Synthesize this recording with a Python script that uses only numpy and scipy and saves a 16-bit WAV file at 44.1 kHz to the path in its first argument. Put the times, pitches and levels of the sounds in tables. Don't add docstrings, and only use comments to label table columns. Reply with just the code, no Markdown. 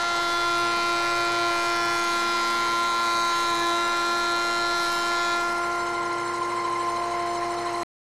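import sys
import numpy as np
from scipy import signal
from scipy.io import wavfile
from scipy.ndimage import uniform_filter1d

SR = 44100
rng = np.random.default_rng(int(sys.argv[2]) if len(sys.argv) > 2 else 0)


def waveform_to_disk(signal):
    frames = np.transpose(np.atleast_2d(signal))
    scaled = np.clip(frames, -1, 1) * 32767
    samples = np.round(scaled).astype(np.int16)
    wavfile.write(sys.argv[1], SR, samples)


def ratio(d):
    e = np.asarray(d, float) / 20
    return 10 ** e


N = 354560

# f/Hz, level/dB per Hz
WIND = [(15, -32), (35, -23), (75, -27.5), (150, -10), (300, -9), (550, -4), (1000, -3.5), (1500, -5.5),
        (2200, -8.5), (2800, -21), (5000, -17), (8500, -33.5), (12000, -43), (14500, -36.5)]
# f/Hz, level/dB
HUMS = [(48.4, -58), (145, -63), (393, -58), (490, -54), (1340, -50), (1117, -52), (1980, -52)]
# f/Hz, width/Hz, level/dB
BELT_RINGS = [(942, 140, -42.5), (1023, 55, -38.5), (2108, 170, -45.5), (3055, 150, -52.5),
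              (4063, 240, -50), (4290, 320, -55), (4946, 330, -64), (5190, 34, -58.5), (5490, 250, -58),
              (6453, 680, -53), (7830, 580, -53.5), (9105, 200, -55), (1090, 40, -49), (975, 25, -50)]
# f/Hz, level/dB per Hz
CHIP_HISS = [(300, 2), (800, -74), (2000, -21), (4200, 3), (7000, .5), (10000, -3), (14000, -45.5)]
# t/s, level/dB
DEPTH = [(0.0, -57), (0.02, -60), (0.3, -56), (1.37, -57), (1.96, -54.5), (2.18, -55), (2.26, -55),
         (2.87, -56), (3.38, -54), (4.68, -58), (4.85, -52.5), (6.03, -64.5), (7.75, -64.5), (7.82, -61.5)]
# t/s, turns f/Hz
SPEED = [(0, 115.28), (0.3, 115.11), (0.9, 115.11), (1.2, 115.24), (2.1, 114.98), (3, 114.95),
         (3.3, 114.81), (3.6, 114.4), (3.9, 115.02), (4.5, 115.32), (4.8, 115.22), (5.1, 115.28),
         (5.7, 115.6), (6.9, 115.77), (7.83, 115.73)]
# level in the cut/dB, running free/dB, change t/s
KNIFE_TONES = [(-34.5, -36.5, 0.19), (-34.5, -36, 0.26), (-33, -35.5, 0.23), (-28.5, -49, 1.95),
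               (-40, -55, 0.46)]
SWELL_ORDERS = (1, 18, 21, 33, 36)
# level in the cut/dB, running free/dB, change t/s
SWELL_TONES = [(-55, -54, 0.41), (-44.5, -50, .9), (-45.5, -60.5, 0.26), (-42, -76, 0.22),
               (-41.5, -52, 0.26)]
UNBALANCE_ORDERS = (2, 4, 5, 7, 8, 10, 11, 17)
# level in the cut/dB, running free/dB, change t/s
UNBALANCE = [(-50.5, -53.5, .5), (-48.5, -46.5, .5), (-47.5, -49.5, .5), (-42, -46.5, .5), (-49, -47, .5),
             (-53.5, -63, .5), (-51, -81, .5), (-46.5, -46.5, .5)]
# f/Hz, level of a line/dB
BITE = [(1500, -51), (2300, -50), (2600, -55), (2880, -58), (3020, -54), (3300, -57), (3700, -52.5),
        (4000, -48), (4300, -50), (4700, -55), (5400, -56), (6000, -60), (6600, -60), (7300, -67)]
BITE_STARTS = (13, 26, 40, 51, 72)
# level in the cut/dB, running free/dB, change t/s
BITE_REGIONS = [(0.5, -7.5, 0.18), (3, -12, 0.083), (-2.5, -21, 0.65), (0.2, -11.5, 0.26)]
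# t/s, length/s, f/Hz, lift level/dB
BOARD = [(0.05, 1.3, 4840, -3), (0.15, 0.31, 2360, -27), (0.4, 0.37, 3440, 8.5), (0.4, 0.27, 3850, -3),
         (0.45, 0.83, 5120, 8.5), (0.55, 0.4, 5460, -7.5), (0.75, 0.28, 2820, 8.5),
         (0.8, 0.55, 6760, -11.5), (0.95, 1.84, 3100, -4), (1.5, 1.5, 2344, 9.5), (1.8, 0.27, 5423, 12),
         (1.8, 0.22, 3950, -14.5), (1.8, 1.5, 1956, 6), (2.35, 0.21, 4980, 15), (2.55, 0.27, 5640, -16.5),
         (2.65, 0.27, 2220, 8.9), (2.65, 0.27, 2470, -10), (3.2, 0.19, 4600, 9), (3.85, 1.3, 4797, -9.5),
         (4.0, 1.3, 4490, -4), (4.1, 1.1, 2946, -11), (4.35, 2.1, 2650, -13), (4.5, 0.99, 2160, -9.5),
         (4.55, 0.72, 4130, 4.5), (4.8, 0.44, 2470, -10.6), (5.05, 0.74, 6640, -20),
         (6.25, 1.3, 1940, -12.5), (6.3, 0.9, 4180, -7.5)]
# t/s, length/s, f/Hz, lift level/dB
HOOD = [(0.05, 0.32, 1038, -3), (0.05, 0.4, 1499, -14), (0.55, 0.23, 1844, -13), (0.9, 0.14, 1700, -5),
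        (1.05, 1.3, 1250, 9), (1.25, 0.24, 1520, 11.5), (1.25, 0.4, 576, 5.5), (1.3, 0.26, 1268, -15),
        (1.3, 1.04, 115, 5.5), (1.5, 0.43, 692, 3), (1.7, 0.34, 1833, -16), (2.25, 1.4, 1614, 8.8),
        (2.6, 2.1, 1153, 7.5), (2.8, 0.44, 1729, -6), (3.0, 0.36, 346, -4), (3.0, 1.2, 692, -4),
        (3.0, 1.1, 917, 6.5), (3.2, 0.74, 1038, 5), (4.45, 0.4, 1038, -3), (4.65, 0.95, 1480, -3),
        (5.05, 1, 1850, -17), (5.2, 0.28, 113.4, -14), (5.4, 0.29, 922, -7), (5.5, 1.3, 1729, 3),
        (6.4, 0.4, 680, -12), (6.75, 0.27, 1038, 4.5), (7.25, 0.27, 692, 3), (7.65, 0.17, 1038, -5.6)]
# t/s, length/s, f/Hz, lift level/dB
LIFTS_AND_DIPS = [(3.6, 0.083, 1383, -8), (3.63, 0.036, 1729, 8), (3.65, 0.11, 346, 2.5), (3.75, 0.049, 692, 5),
                  (8.1, 0.11, 346, 4), (6.7, 0.16, 1383, -5), (7, .2, 346, -1.5), (5.25, 0.18, 6900, 13.5),
                  (1.32, .6, 346, 2), (0.32, 0.37, 2190, -7), (1.6, 1, 2997, 7), (2.05, 0.14, 6570, 12),
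                  (3.3, .27, 3458, -8), (3.75, .18, 3900, 7.5), (3.85, .18, 4300, -10), (3.3, 0.34, 6500, 7.5),
                  (6.75, 0.069, 692, -6), (7.9, .9, 2075, -11), (.55, .15, 1383, 2), (3.3, .35, 3950, 8),
                  (.05, 0.11, 346, -4.5), (4.95, .4, 5350, 11), (3.8, .1, 2075, 5.5), (.8, 0.14, 1038, 2.5),
                  (2.6, 0.32, 115, -9.5)]
# lower edge f/Hz, most peakiness that passes as noise
NOISY_TREBLE = [(4600, .45), (5100, .36), (5600, .58), (6200, 0.52), (6800, 0.67), (7500, 0.66),
                (8200, 1.1), (9000, 0.83), (9700, 1.2), (11000, 1.3), (12000, 1.3), (12750, 1.3),
                (13500, 1.3), (14250, 1.3)]
# lower edge f/Hz, least level against the usual/dB
TOP_BANDS = [(12750, -9), (13500, -1.5), (14250, 4), (14500, 9), (15200, 99)]

KNIVES, PULLEY_COGS, BELT_COGS = 3, 9, 81
RIPPLE_TURNS, BELT_SLIP = .0012, .0045
CUT_ENDS_S = 5.337
WIND_DB = -38.5
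HISS_DB, HISS_FOLLOWS, USUAL_DEPTH_DB = -50, 1.2, -58.5
BITE_WANDER_DB = 1.0
HOOD_WIDTH, BOARD_WIDTH = .03, .04
OVERLOAD, OFFSET, KNEE = .106, .0005, 7
END_S, FADE_S = 7.8342, .0006


def rms_one(x):
    return x / np.sqrt(np.mean(x ** 2) + 1e-20)


def in_time(rows):
    s, *columns = np.transpose(rows)
    return [np.interp(np.arange(N) / SR, s, c) for c in columns]


def at_hz(points, hz):
    f, level = np.transpose(points)
    return np.interp(np.log(hz), np.log(f), level)


def drift(rate):
    r = np.exp(-128 * np.pi * rate / SR)
    sparse = rng.standard_normal(N // 64 + 2002)
    slow = signal.lfilter([1], [1, -2 * r, r * r], sparse)[2000:]
    return np.interp(np.arange(N) / 64, np.arange(len(slow)), rms_one(slow - slow.mean()))


def resonance(x, hz, width_hz):
    r = np.exp(-np.pi * width_hz / SR)
    poles = [1, -2 * r * np.cos(2 * np.pi * hz / SR), r * r]
    return signal.lfilter([(1 - r * r) / 2, 0, (r * r - 1) / 2], poles, x)


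def coloured(spectrum, patchy_db):
    out = 0
    edges = 11.5 * 2 ** np.arange(0, 10.6, .5)
    white = rng.standard_normal((2, N))
    for k, (low, high) in enumerate(zip(edges, edges[1:])):
        bandpass = signal.butter(2, [low, high], "band", fs=SR, output="sos")
        band = signal.sosfilt(bandpass, white[k % 2])
        out = out + band * ratio(at_hz(spectrum, np.sqrt(low * high)) + patchy_db * drift(11.0))
    return rms_one(out)


def tone(turns, order, level_db, wander_db, wander_rad, rate):
    height = np.sqrt(2) * ratio(level_db + wander_db * drift(rate))
    return height * np.cos(2 * np.pi * order * turns + wander_rad * drift(rate))


def running_out(in_cut_db, free_db, change_s):
    freed = np.clip((np.arange(N) / SR - CUT_ENDS_S) / change_s, 0, 1)
    return in_cut_db + (free_db - in_cut_db) * freed


def board_db(order):
    t, lift_db = np.arange(0, N / SR, .01), 0
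    for rows, width in ((HOOD, HOOD_WIDTH), (BOARD, BOARD_WIDTH), (LIFTS_AND_DIPS, HOOD_WIDTH)):
        s, length, hz, db = np.transpose(rows)
        near = db * np.exp(-(np.log(order * SPEED[0][1] / hz) / width) ** 2)
        lift_db = lift_db + np.exp(-((t[:, None] - s) / length) ** 2) @ near
    return np.interp(np.arange(N) / SR, t, lift_db)


def shaft():
    turns = np.cumsum(in_time(SPEED)[0]) / SR
    loops = (1 + BELT_SLIP) * turns * PULLEY_COGS / BELT_COGS
    return turns + RIPPLE_TURNS * np.sin(2 * np.pi * loops)


def wind():
    return ratio(WIND_DB) * coloured(WIND, patchy_db=1.8)


def motor():
    t = np.arange(N) / SR
    return sum(tone(hz * t, order=1, level_db=db, wander_db=0.67, wander_rad=0.3, rate=0.85)
               for hz, db in HUMS)


def belt(turns):
    cogs = PULLEY_COGS * turns
    at = np.flatnonzero(np.diff(np.floor(cogs)))
    which = np.floor(cogs[at + 1]).astype(int) % BELT_COGS
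    loop = 2 * np.pi * which / BELT_COGS
    out = 0
    for hz, width_hz, db in BELT_RINGS:
        passing = loop - 1.9 + 0.97 * rng.standard_normal() + .5 * drift(1.7)[at]
        throb_db = 3.5 * np.cos(passing) + 2.0 * np.cos(3 * passing) + 1.2 * drift(24)[at]
        worn = rng.standard_normal(BELT_COGS)[which] + 0.8 * rng.standard_normal(len(at))
        slaps = np.full(N, 1e-18)
        slaps[at] = worn * ratio(throb_db)
        ring = resonance(resonance(slaps, hz, width_hz), hz, 2 * width_hz)
        out = out + ratio(db) * rms_one(ring)
    return out


def chips(turns):
    hiss_db = HISS_DB + HISS_FOLLOWS * (in_time(DEPTH)[0] - USUAL_DEPTH_DB)
    knife_db = 2.0 * np.cos(2 * np.pi * KNIVES * turns)
    deepest_db = 2.3 * np.cos(2 * np.pi * turns)
    bursts = ratio(knife_db + deepest_db + 0.57 * drift(3.6))
    hiss = rms_one(bursts * coloured(CHIP_HISS, patchy_db=0.5))

    sizes = ratio(3.7 * np.minimum(rng.exponential(1, N), 5)) * rng.choice([-1, 1], N)
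    ticks = sizes * (rng.random(N) < 2500 * ratio(4.0 * drift(18)) / SR)
    hood = signal.butter(2, [7500, 15000], "band", fs=SR, output="sos")
    ticks = rms_one(signal.sosfilt(hood, ticks))
    return ratio(hiss_db + 5.0) * hiss + ratio(hiss_db - 7.5) * ticks


def cutter_air(turns):
    out = 0
    for k, row in enumerate(KNIFE_TONES):
        order = KNIVES * (k + 1)
        level_db = 2.0 + running_out(*row) + board_db(order)
        out = out - tone(turns, order, level_db, 0.21, 0.54, 1.84)
    for order, row in zip(SWELL_ORDERS, SWELL_TONES):
        level_db = 2.0 + running_out(*row) + board_db(order)
        out = out + tone(turns, order, level_db, 0.27, 0.57, 2.6)
    for order, row in zip(UNBALANCE_ORDERS, UNBALANCE):
        out = out + tone(turns, order, running_out(*row) + board_db(order), 0.52, 0.73, 0.88)
    return out


def bite(turns):
    out = 0
    for first, last, row in zip(BITE_STARTS, BITE_STARTS[1:], BITE_REGIONS):
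        region_db = running_out(*row)
        arrival = turns + .011 * (first - 26) + .002 * drift(.8) + .0004 * drift(25)
        for order in set(range(first, last)) - {15, 17, *SWELL_ORDERS}:
            every_knife_db = 7.5 * (order % KNIVES == 0)
            line_db = at_hz(BITE, order * SPEED[0][1]) + every_knife_db - 0.3
            level_db = line_db + region_db + board_db(order)
            out = out + tone(arrival, order, level_db, BITE_WANDER_DB, 0.67, 0.77)
    leaving_db = -12 * np.clip((np.arange(N) / SR - 5.6) / 0.83, 0, 1)
    return ratio(leaving_db) * out


def scene():
    turns = shaft()
    machine = wind() + motor() + belt(turns)
    cutter = chips(turns) + cutter_air(turns) + bite(turns)
    return np.stack([machine + cutter] * 2)


def diffuse_treble(mono):
    hz, _, frames = signal.stft(mono, SR, "cosine", 2048)
    power, sides = np.abs(frames) ** 2 + 1e-20, np.stack([frames, frames])
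    fresh = signal.stft(rng.standard_normal((2, N)), SR, "cosine", 2048)[2]
    steady = rng.random(len(frames[0])) > .27
    steady |= ~np.roll(steady, 1)
    coarse = ratio(0.95 * rng.standard_normal(len(frames[0])))
    for (low, most), (high, _) in zip(NOISY_TREBLE, NOISY_TREBLE[1:]):
        band = (hz >= low) & (hz < high)
        level = power[band].mean(0)
        peakiness = np.log(level) - np.log(power[band]).mean(0)
        peakiness = uniform_filter1d(peakiness, size=2)
        fresh_level = np.mean(np.abs(fresh[:, band]) ** 2, axis=1)
        fill = coarse * fresh[:, band] * np.sqrt(level / fresh_level)[:, None]
        sides[:, band] = np.where(steady & (peakiness < most), fill, frames[band])
    top = coarse ** 2 * power[(hz > 12750) & (hz < 14250)].mean(0)
    for low, least_db in TOP_BANDS:
        sides[:, hz >= low] *= top > ratio(2 * least_db) * np.median(top)
    return signal.istft(sides, SR, "cosine", 2048)[1][:, :N]


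def top_cut(x):
    return signal.sosfilt(signal.butter(12, 14860, fs=SR, output="sos"), x)


def record(dry):
    drive = dry[0] / OVERLOAD
    mono = OVERLOAD * drive / (1 + np.abs(drive) ** KNEE) ** (1 / KNEE) + OFFSET
    mono = signal.sosfiltfilt(signal.butter(6, 13600, fs=SR, output="sos"), mono)
    ending = np.clip((END_S - np.arange(N) / SR) / FADE_S, 0, 1)
    return top_cut(diffuse_treble(mono) * ending)


dry = scene()
out = record(dry)
waveform_to_disk(out)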